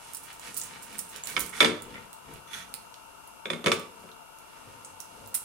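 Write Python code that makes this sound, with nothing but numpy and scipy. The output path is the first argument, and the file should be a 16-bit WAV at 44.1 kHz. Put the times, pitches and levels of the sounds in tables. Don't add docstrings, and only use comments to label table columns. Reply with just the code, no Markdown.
import sys
import numpy as np
from scipy import signal
from scipy.fft import rfft, irfft
from scipy.io import wavfile
from scipy.ndimage import uniform_filter1d

SR = 44100
rng = np.random.default_rng(int(sys.argv[2]) if len(sys.argv) > 2 else 0)


def persist_wave(psi):
    counts = np.round(np.clip(psi, -1, 1) * 32767).astype(np.int16)
    wavfile.write(sys.argv[1], SR, np.atleast_2d(counts).T)


N = 240292
TIME = np.arange(N) / SR


def gain_of(db):
    return 10 ** (np.asarray(db) / 20)


def unit_rms(x):
    return x / np.sqrt(np.mean(x ** 2) + 1e-20)


def unit_attack(x):
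    return x / np.sqrt(np.mean(x[:, :SR // 200] ** 2))


def curve_at(points, hz):
    freqs, values = np.transpose(points)
    return np.interp(np.log(hz + 1), np.log(freqs + 1), values)


def add(mix, start_s, sound):
    part = mix[:, max(round(start_s * SR), 0):][:, :sound.shape[1]]
    part += sound[:, :part.shape[1]]


def equalise(x, spectrum, size=2048):
    log_gain = np.log(gain_of(curve_at(spectrum, abs(np.fft.fftfreq(size, 1 / SR)))))
    taps = np.fft.ifft(np.exp(np.conj(signal.hilbert(log_gain)))).real[:size // 2]
    return signal.oaconvolve(x, taps[None], axes=1)[:, :x.shape[1]]


def resonate(x, peaks):
    out = 0
    for hz, width_hz, db in peaks:
        radius = np.exp(-np.pi * width_hz / SR)
        poles = [1, -2 * radius * np.cos(2 * np.pi * hz / SR), radius * radius]
        out = gain_of(db) * unit_rms(signal.lfilter([1, 0, -1], poles, x)) - out
    return out


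def pan(db):
    pair = gain_of([db / 2, -db / 2])
    return pair / pair.mean(0)


# freq_hz, pan_db
KNIFE_PAN = [(60, 1.5), (200, 5.5), (400, 3), (1300, -3.5), (2400, -2.5), (4400, -8.5), (8000, -5.5),
             (15000, -8)]
# freq_hz, correlation
LIKENESS = [(100, 1), (300, 0.98), (700, 0.68), (1500, 0.54), (3000, 0.29), (7000, 0.54), (15000, 0.028)]


def stereo(pair, likeness=LIKENESS, balance=KNIFE_PAN):
    left, other = rfft(pair)
    hz = np.fft.rfftfreq(pair.shape[1], 1 / SR)
    shared = np.clip(curve_at(likeness, hz), -.99, .99)
    right = shared * left + np.sqrt(1 - shared ** 2) * other
    return irfft(np.array([left, right]) * pan(curve_at(balance, hz)), pair.shape[1])


# freq_hz, gain_db
AIR_EQ = [(15, -53), (25, -11), (102, -10.5), (427, -10), (911, -11), (1400, -5), (1840, -25.5),
          (2760, -14.5), (4030, -22), (11600, -19.5), (16000, -34)]
# pitch_hz, width_hz, level_db
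FAN_PEAKS = [(687, 68, -64), (906, 80, -56.5), (1008, 53, -65), (1314, 200, -63.5), (2283, 220, -69.5)]
# freq_hz, pan_db
FAN_PAN = [(60, 3), (110, -3.5), (200, -0.5), (380, 2.5), (700, 14), (1290, 9.5), (2380, -3.5), (4400, -2),
           (8120, -3.5), (15000, -1.5)]
# freq_hz, correlation
FAN_LIKENESS = [(60, -0.18), (130, -0.32), (290, -0.35), (640, -0.37), (1410, 0.24), (3100, -0.4),
                (6820, -0.2), (15000, 0.11)]


def fan():
    hz = np.fft.rfftfreq(N, 1 / SR)
    air = gain_of(-53) * unit_rms(equalise(rng.standard_normal((2, N)), AIR_EQ, size=8192))
    for pitch_hz, width_hz, db in FAN_PEAKS:
        peak = 1 / (1 + ((hz - pitch_hz) / width_hz * 2) ** 2)
        band = irfft(rfft(rng.standard_normal((2, N))) * peak, N)
        air += gain_of(db) * unit_rms(band)
    return stereo(air, FAN_LIKENESS, FAN_PAN)


# pitch_hz, level_db
MOTOR_TONES = [(2706, -68), (2802, -65.5)]


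def motor_whine(waver_hz=14):
    out = np.zeros((2, N))
    channel_phase = np.array([[0], [np.pi / 3]])
    for hz, db in MOTOR_TONES:
        drift = unit_rms(uniform_filter1d(rng.standard_normal(N), SR // 40))
        cycles = np.cumsum(hz + waver_hz * drift) / SR
        out += gain_of(db) * np.sqrt(2) * np.sin(2 * np.pi * cycles + channel_phase)
    return out


def swell(middle_s, length_s):
    speed = np.cos(np.pi * np.clip((TIME - middle_s) / length_s, -.5, .5))
    return np.maximum(speed, 0) ** 1.2


def hold(start_s, end_s, attack_s, release_s):
    return np.clip((TIME - start_s) / attack_s, 0, 1) * np.clip(1 - (TIME - end_s) / release_s, 0, 1)


def grains(per_s, spread_db, hiss):
    sizes = gain_of(spread_db * np.minimum(rng.exponential(1, N), 4))
    fires = rng.random(N) < per_s / SR
    crackle = unit_rms(sizes * fires * rng.standard_normal((2, N)))
    return stereo(crackle + hiss * rng.standard_normal((2, N)))


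# start_s, end_s, fizz_db
IN_BREAD = [(-.1, 1.6, -54.5), (1.85, 3.35, -63.5), (4.45, 5.6, -60)]
# middle_s, length_s, rub_db, fizz_db, push_db
BLADE_STROKES = [(.08, 0.25, -55, -49.5, -66), (0.296, 0.12, -50, -57, -76),
                 (0.464, .14, -44, -45.5, -54.5), (.58, 0.28, -61, -46, -57), (0.733, 0.29, -50, -55, -56),
                 (0.944, 0.2, -50, -52, -53.5), (1.157, .12, -44.5, -52, -59),
                 (1.299, .12, -41.5, -44, -51.5), (1.4, 0.21, -48, -41.5, -47),
                 (1.581, 0.13, -41, -39.5, -51.5), (1.93, 0.36, -54, -61, -49.5),
                 (2.326, 0.18, -53, -60, -46.5), (2.567, .16, -49, -48, -55.5),
                 (2.723, .4, -65, -61, -59.5), (4.013, 0.25, -63, -58.5, -59),
                 (4.595, 0.72, -61.5, -64, -66.5), (5.2, 0.42, -66, -58, -58.5)]
# freq_hz, gain_db
RUB_EQ = [(200, -26), (700, -7.5), (1400, 1.5), (2200, 3.5), (3500, -1), (5500, -9.5), (9000, -18.5),
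          (16000, -26)]
# freq_hz, gain_db
FIZZ_EQ = [(1500, -25), (4500, -3), (7000, -3), (9500, 1), (12000, -7.5), (14000, -14), (16000, -22)]
# freq_hz, gain_db
PUSH_EQ = [(25, -14), (70, -4.5), (110, -2), (170, 1), (230, 1.5), (300, -10), (500, -4), (900, -36),
           (3000, -49)]


def sawing():
    bed = sum(gain_of(db) * hold(start_s, end_s, attack_s=.1, release_s=.1)
              for start_s, end_s, db in IN_BREAD)
    power = (gain_of([-5, 0, -7.5])[:, None] * bed) ** 2
    for middle_s, length_s, *levels_db in BLADE_STROKES:
        power += (gain_of(levels_db)[:, None] * swell(middle_s, length_s)) ** 2
    rub_level, fizz_level, push_level = np.sqrt(power)
    rub = unit_rms(equalise(grains(per_s=1500, spread_db=4.4, hiss=.83), RUB_EQ))
    fizz = unit_rms(equalise(grains(per_s=1200, spread_db=5.8, hiss=1.7), FIZZ_EQ))
    push = unit_rms(equalise(stereo(rng.standard_normal((2, N))), PUSH_EQ))
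    return gain_of(-2) * (rub_level * rub + push_level * push) + gain_of(-5) * fizz_level * fizz


def flakes(top_crust_s=1.6, per_s=9):
    starts_s = np.flatnonzero(rng.random(round(top_crust_s * SR)) < per_s / SR) / SR
    return [(start_s, -44 + 1.5 * rng.standard_normal(), 9798, -8, .02, 1.6) for start_s in starts_s]


# start_s, relative_level_db, centre_hz, pan_db, crumble_s, width_octaves
CRUST_SNAPS = [(0.1349, -32, 12000, -10, .002, 1.8), (0.1483, -28.5, 11500, -9, 0.0049, 2.2),
               (0.17, -36, 9700, -11, .0045, 1.2), (0.396, -38.5, 9000, -10, .001, 1.7),
               (0.544, -35, 9000, -15, 0.0033, 1.1), (0.568, -27.5, 12000, -7, .003, 2.2),
               (0.573, -24, 12000, -10, .007, 1.8), (0.5982, -31.5, 9000, 7, .001, 1.8),
               (0.615, -27.5, 6900, -3, .002, 0.59), (0.9841, -31.5, 10800, -16, 0.0033, 0.77),
               (0.9906, -23, 9500, -9, .0025, 1.7), (1.1615, -32.5, 7900, -11, .0008, 2.4),
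               (1.237, -28.5, 7400, -5, 0.0027, .4), (1.2556, -36, 9100, -12, .0015, 1.0),
               (1.2715, -26, 11100, -11, .002, 3.4), (1.2995, -33.5, 9200, -12, .002, 1.9),
               (1.3944, -22, 12200, -7, .002, 1.9), (1.4042, -24.5, 11000, -19, .005, 2.6),
               (1.4632, -33.5, 10000, -13, .001, 1.4), (1.4938, -35.5, 8900, -7, .0015, 1.3),
               (1.8216, -33.5, 10400, -11, .001, 1.6), (2.1304, -36.5, 9800, -9, 0.00076, 2.5),
               (2.3383, -41, 10900, -11, .0015, 1.1), (2.7401, -26, 7600, -6, .0005, 4.2),
               (2.9417, -42.5, 3820, -2, .0018, 2.1), (3.275, -44, 10800, -10, .0019, 0.57),
               (3.74, -36, 10500, -5, .002, 1.8), (3.796, -38.5, 10000, -4, .001, 1.6),
               (4.1157, -46.5, 3560, -9, .002, .4), (4.3868, -46, 9800, -10, .0007, 2.2),
               (4.8479, -37, 7200, -4, 0.0043, 0.81), (5.003, -30.5, 9000, -7, 0.0023, 1.75),
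               (5.275, -39.5, 11400, -9, 0.0022, 1.0), (5.343, -23.5, 10300, -8, .004, 1.2),
               (5.348, -22, 10200, -14, 0.0017, 1.9), (5.351, -20, 10800, -5, 0.0045, .78)]
# freq_hz, gain_db
CRUST_EQ = [(300, -24), (1500, 12), (4000, 11), (6500, 7.5), (9500, 13.5), (12500, 3.5), (14000, 9),
            (15200, 12), (16500, 11)]


def crust(pieces_per_s=5000, spread_db=2, piece_s=.0001, fracture_s=.0006, skirt_db=-20):
    out = np.zeros((2, N))
    t = np.arange(SR // 20) / SR
    hz = np.geomspace(200, 17000, 30)
    for start_s, db, centre_hz, pan_db, crumble_s, octaves in CRUST_SNAPS + flakes():
        sizes = gain_of(spread_db * np.minimum(rng.exponential(1, len(t)), 3))
        breaks = rng.random(len(t)) < pieces_per_s / SR
        pieces = signal.lfilter([1], [1, -np.exp(-1 / (piece_s * SR))], sizes * breaks)
        envelope = np.exp(-t / fracture_s) + unit_rms(pieces) * np.exp(-t / crumble_s)
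        band_db = np.maximum(-6 * (2 * np.log2(hz / centre_hz) / octaves) ** 2, skirt_db)
        spectrum = np.transpose([hz, curve_at(CRUST_EQ, hz) + band_db])
        snap = equalise(envelope * rng.standard_normal((2, len(t))), spectrum)
        attack_rms = np.sqrt(np.mean(snap[:, :SR // 500] ** 2, axis=1, keepdims=True))
        add(out, start_s, gain_of(db - 1.26) * pan(pan_db)[:, None] * snap / attack_rms)
    return out


def contact(decay_s, tail_db, tail_s):
    t = np.arange(SR // 4) / SR
    envelope = np.exp(-t / decay_s) + gain_of(tail_db) * np.exp(-t / tail_s)
    return stereo(rng.standard_normal((2, len(t)))) * envelope


def ring(modes, rise_s, uneven_db):
    hz, db, t60_s = np.transpose(modes)[:, :, None]
    t = np.arange(SR // 2) / SR
    weight, onset, apart = rng.standard_normal((3, len(modes), 1))
    right_shift = apart * np.arccos(np.clip(curve_at(LIKENESS, hz), -1, 1))
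    phase = np.pi * onset + np.array([np.zeros_like(right_shift), right_shift])
    waves = pan(curve_at(KNIFE_PAN, hz)) * np.sin(2 * np.pi * hz * t + phase)
    decays = gain_of(db + uneven_db * weight - 60 * t / t60_s)
    out = (waves * decays).sum(1) * (1 - np.exp(-t / rise_s))
    return out / np.sqrt(np.mean(out[:, :SR // 50] ** 2))


# start_s, plate_db, hob_db, blade_db, edge_db
KNIFE_HITS = [(1.3655, -11, -40.5, -33, -38.5), (1.376, -20.5, -50, -47, -47),
              (1.6048, -6.5, -29.5, -9, -32), (1.6076, -9.5, -30, -12.5, -27.5),
              (1.618, -13, -29, -41, -35), (1.627, -10.5, -26, -30, -28), (1.6464, -9, -28, -14, -27.5),
              (1.658, -13, -31.5, -36, -38), (1.701, -29, -35.5, -45, -57), (1.942, -36, -56, -56, -56),
              (3.456, -24.5, -38.5, -30, -58), (3.5017, -19, -34, -24, -38), (3.533, -24, -36.5, -36, -44),
              (3.642, -27, -36, -34, -41), (3.6607, -12, -26.5, -25.5, -29), (3.669, -13, -28.5, -38, -35),
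              (3.681, -18.5, -35, -28, -36.5), (3.7174, -8, -30.5, -18.5, -27.5),
              (4.035, -48, -50.5, -70, -69), (4.09, -41, -54.5, -61, -72)]
# freq_hz, gain_db
CLACK_EQ = [(100, -32), (400, -11.5), (750, -7), (1200, 3), (2300, 2.5), (2900, -1), (3600, -4),
            (4200, -12), (5500, -10.5), (9000, -36), (16000, -55)]
# pitch_hz, level_db, t60_s
PLATE_MODES = [(978, -8, 0.19), (1137, 6, 0.1), (1237, 3.5, 0.095), (1330, 5, 0.088), (1460, 0, .08),
               (1542, -3.5, .15), (1740, -20, .18), (2160, 1, .1), (2280, 0, .09), (2520, -5, 0.16),
               (2840, -19, .069)]
# pitch_hz, first_cut_db, second_cut_db, t60_s
HOB_MODES = [(98, -10, -17, .45), (135, -10, -15, 0.23), (166.7, -8, -2, 0.43), (209, -5, 1.5, .22),
             (238, 0, 1, 0.35), (309.6, 7, -3.5, .24), (361, 0, -3, .2), (415, -1, 1.5, 0.23),
             (449.5, 2.5, 1, 0.21), (504, -9, 3.5, 0.22), (555, 3, -2, 0.12), (616, -5, -4, .077)]
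# freq_hz, gain_db
THUMP_EQ = [(40, -30), (100, -19), (170, -8), (270, -10.5), (450, -2), (600, -5.5), (900, -25.5),
            (3000, -61)]
# pitch_hz, width_hz, level_db
BLADE_PEAKS = [(2323, 78, 2.5), (3544, 124, 11.5), (4550, 290, -14)]
# pitch_hz, level_db, t60_s
STEEL_MODES = [(2328, -7, 0.14), (3320, 1, 0.075), (3430, 2, 0.1), (3590, -5, 0.15), (5240, -15, 0.27),
               (6600, -13, 0.13), (8340, -10, 0.21), (9960, -25, 0.23), (12200, -18, .13),
               (13880, -20, .12)]
# pitch_hz, width_hz, level_db
ZING_PEAKS = [(6620, 480, 4.5), (8490, 190, 4), (10220, 220, 3.5), (12100, 240, -8), (13100, 150, -19)]
# freq_hz, gain_db
TICK_EQ = [(500, -19), (3000, -3.5), (4500, 9), (7000, -5), (11000, -15.5), (13000, -16), (16000, -28)]


def knocks(second_cut_s=3):
    out = np.zeros((2, N))
    for start_s, plate_db, hob_db, blade_db, edge_db in KNIFE_HITS:
        clack = unit_attack(equalise(contact(decay_s=.0026, tail_db=-19, tail_s=.01), CLACK_EQ))
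        plate = ring(PLATE_MODES, rise_s=.0001, uneven_db=2.5)
        hob_modes = [(hz, first_db if start_s < second_cut_s else second_db, t60_s)
                     for hz, first_db, second_db, t60_s in HOB_MODES]
        hob = ring(hob_modes, rise_s=.0026, uneven_db=1)
        thump = unit_rms(equalise(contact(decay_s=.017, tail_db=-14, tail_s=.068), THUMP_EQ))
        buzz = unit_attack(resonate(contact(decay_s=.0013, tail_db=-31, tail_s=.0083), BLADE_PEAKS))
        steel = ring(STEEL_MODES, rise_s=.001, uneven_db=1)
        zing = unit_attack(resonate(contact(decay_s=.004, tail_db=-7.5, tail_s=.024), ZING_PEAKS))
        tick = unit_attack(equalise(contact(decay_s=.0013, tail_db=-14, tail_s=.025), TICK_EQ))
        layers = [(clack, plate_db - 10), (plate, plate_db - 20.5),
                  (hob, hob_db - 6.5), (thump, hob_db - 13.5),
                  (buzz, blade_db - 4), (steel, blade_db - 19),
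                  (zing, edge_db - 4.5), (tick, edge_db - 6)]
        for layer, db in layers:
            add(out, start_s, gain_of(db) * layer)
    return out


def stick_slip(peaks, per_s):
    return unit_rms(resonate(grains(per_s, spread_db=2, hiss=.45), peaks))


def drag_envelope(drags, bite_s=.0073, fade_db_per_s=125, lift_s=.015):
    envelope = np.zeros(N)
    for start_s, length_s, db in drags:
        fade = gain_of(db - fade_db_per_s * np.maximum(TIME - start_s, 0))
        envelope += hold(start_s, start_s + length_s, bite_s, lift_s) * fade
    return envelope


# start_s, length_s, level_db
RASP_DRAGS = [(1.525, 0.1, -43), (1.936, 0.043, -42.5)]
# pitch_hz, width_hz, level_db
MUFFLED_PEAKS = [(1370, 92, -3), (1890, 190, -1.5), (2120, 230, 2.5), (3560, 150, -8.5)]


def buried_rasp():
    return drag_envelope(RASP_DRAGS) * stick_slip(MUFFLED_PEAKS, per_s=600)


# start_s, length_s, level_db
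GLAZE_DRAGS = [(2.47, .04, -51), (2.508, 0.025, -46.5), (2.527, .11, -37.5)]
# pitch_hz, width_hz, level_db
GLAZE_PEAKS = [(1380, 130, -3), (1980, 160, -2), (2380, 160, -4), (3400, 120, 2), (4400, 500, -7),
               (5700, 200, -6), (6450, 220, -6), (8400, 400, -11), (10420, 160, -5.5), (13050, 400, -11),
               (15200, 500, -18)]


def glaze_scrape():
    return drag_envelope(GLAZE_DRAGS) * stick_slip(GLAZE_PEAKS, per_s=1000)


# middle_s, length_s, level_db
PLATE_SLIDES = [(4.702, 0.17, -54.5), (4.88, 0.28, -61), (5.236, 0.28, -55)]
# pitch_hz, width_hz, level_db
GROAN_PEAKS = [(103.3, 11, 6.5), (162, 25, -21), (229, 13, -0.5), (542, 55, 2.5)]


def plate_creep():
    envelope = sum(gain_of(db) * swell(middle_s, length_s) for middle_s, length_s, db in PLATE_SLIDES)
    return envelope * stick_slip(GROAN_PEAKS, per_s=1000)


# freq_hz, t60_s
KITCHEN_DECAY = [(100, 0.46), (300, 0.54), (1000, 0.43), (3000, 0.37), (8000, 0.36), (15000, 0.21)]


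def kitchen(x, early_db, tail_db, reflections_per_s=1500):
    centred_noise = stereo(rng.standard_normal((2, SR)), balance=[(20, 0), (20000, 0)])
    hz, frame_s, bands = signal.stft(centred_noise, SR, nperseg=256)
    decay = gain_of(-60 * frame_s / curve_at(KITCHEN_DECAY, hz)[:, None])
    tail = signal.istft(bands * decay, SR, nperseg=256)[1]
    t = np.arange(tail.shape[1]) / SR
    tail *= 1 - np.exp(-t / .0053)
    early = rng.standard_normal(tail.shape) * (rng.random(tail.shape) < reflections_per_s / SR)
    early *= np.exp(-t / .011) * (t > .0015)
    response = sum(gain_of(db) * part / np.linalg.norm(part, axis=1, keepdims=True)
                   for db, part in [(early_db, early), (tail_db, tail)])
    send = 1.074 * x + .092 * x[::-1]
    return x + signal.fftconvolve(send, response, axes=1)[:, :N]


def scene():
    friction = glaze_scrape() + buried_rasp() + sawing() + plate_creep()
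    mix = kitchen(knocks(), early_db=-6.5, tail_db=-9.5)
    mix += kitchen(friction, early_db=-4.5, tail_db=-7)
    mix += fan() + motor_whine()
    return mix + kitchen(crust(), early_db=-4, tail_db=-5.5)


def record(dry):
    ceiling, cutoff_hz = .9, 15900
    rounded = ceiling * np.tanh(dry / ceiling)
    low_pass = signal.firwin(255, cutoff_hz, window=("kaiser", 9), fs=SR)
    return signal.oaconvolve(rounded, low_pass[None], "same")


dry = scene()
out = record(dry)
persist_wave(out)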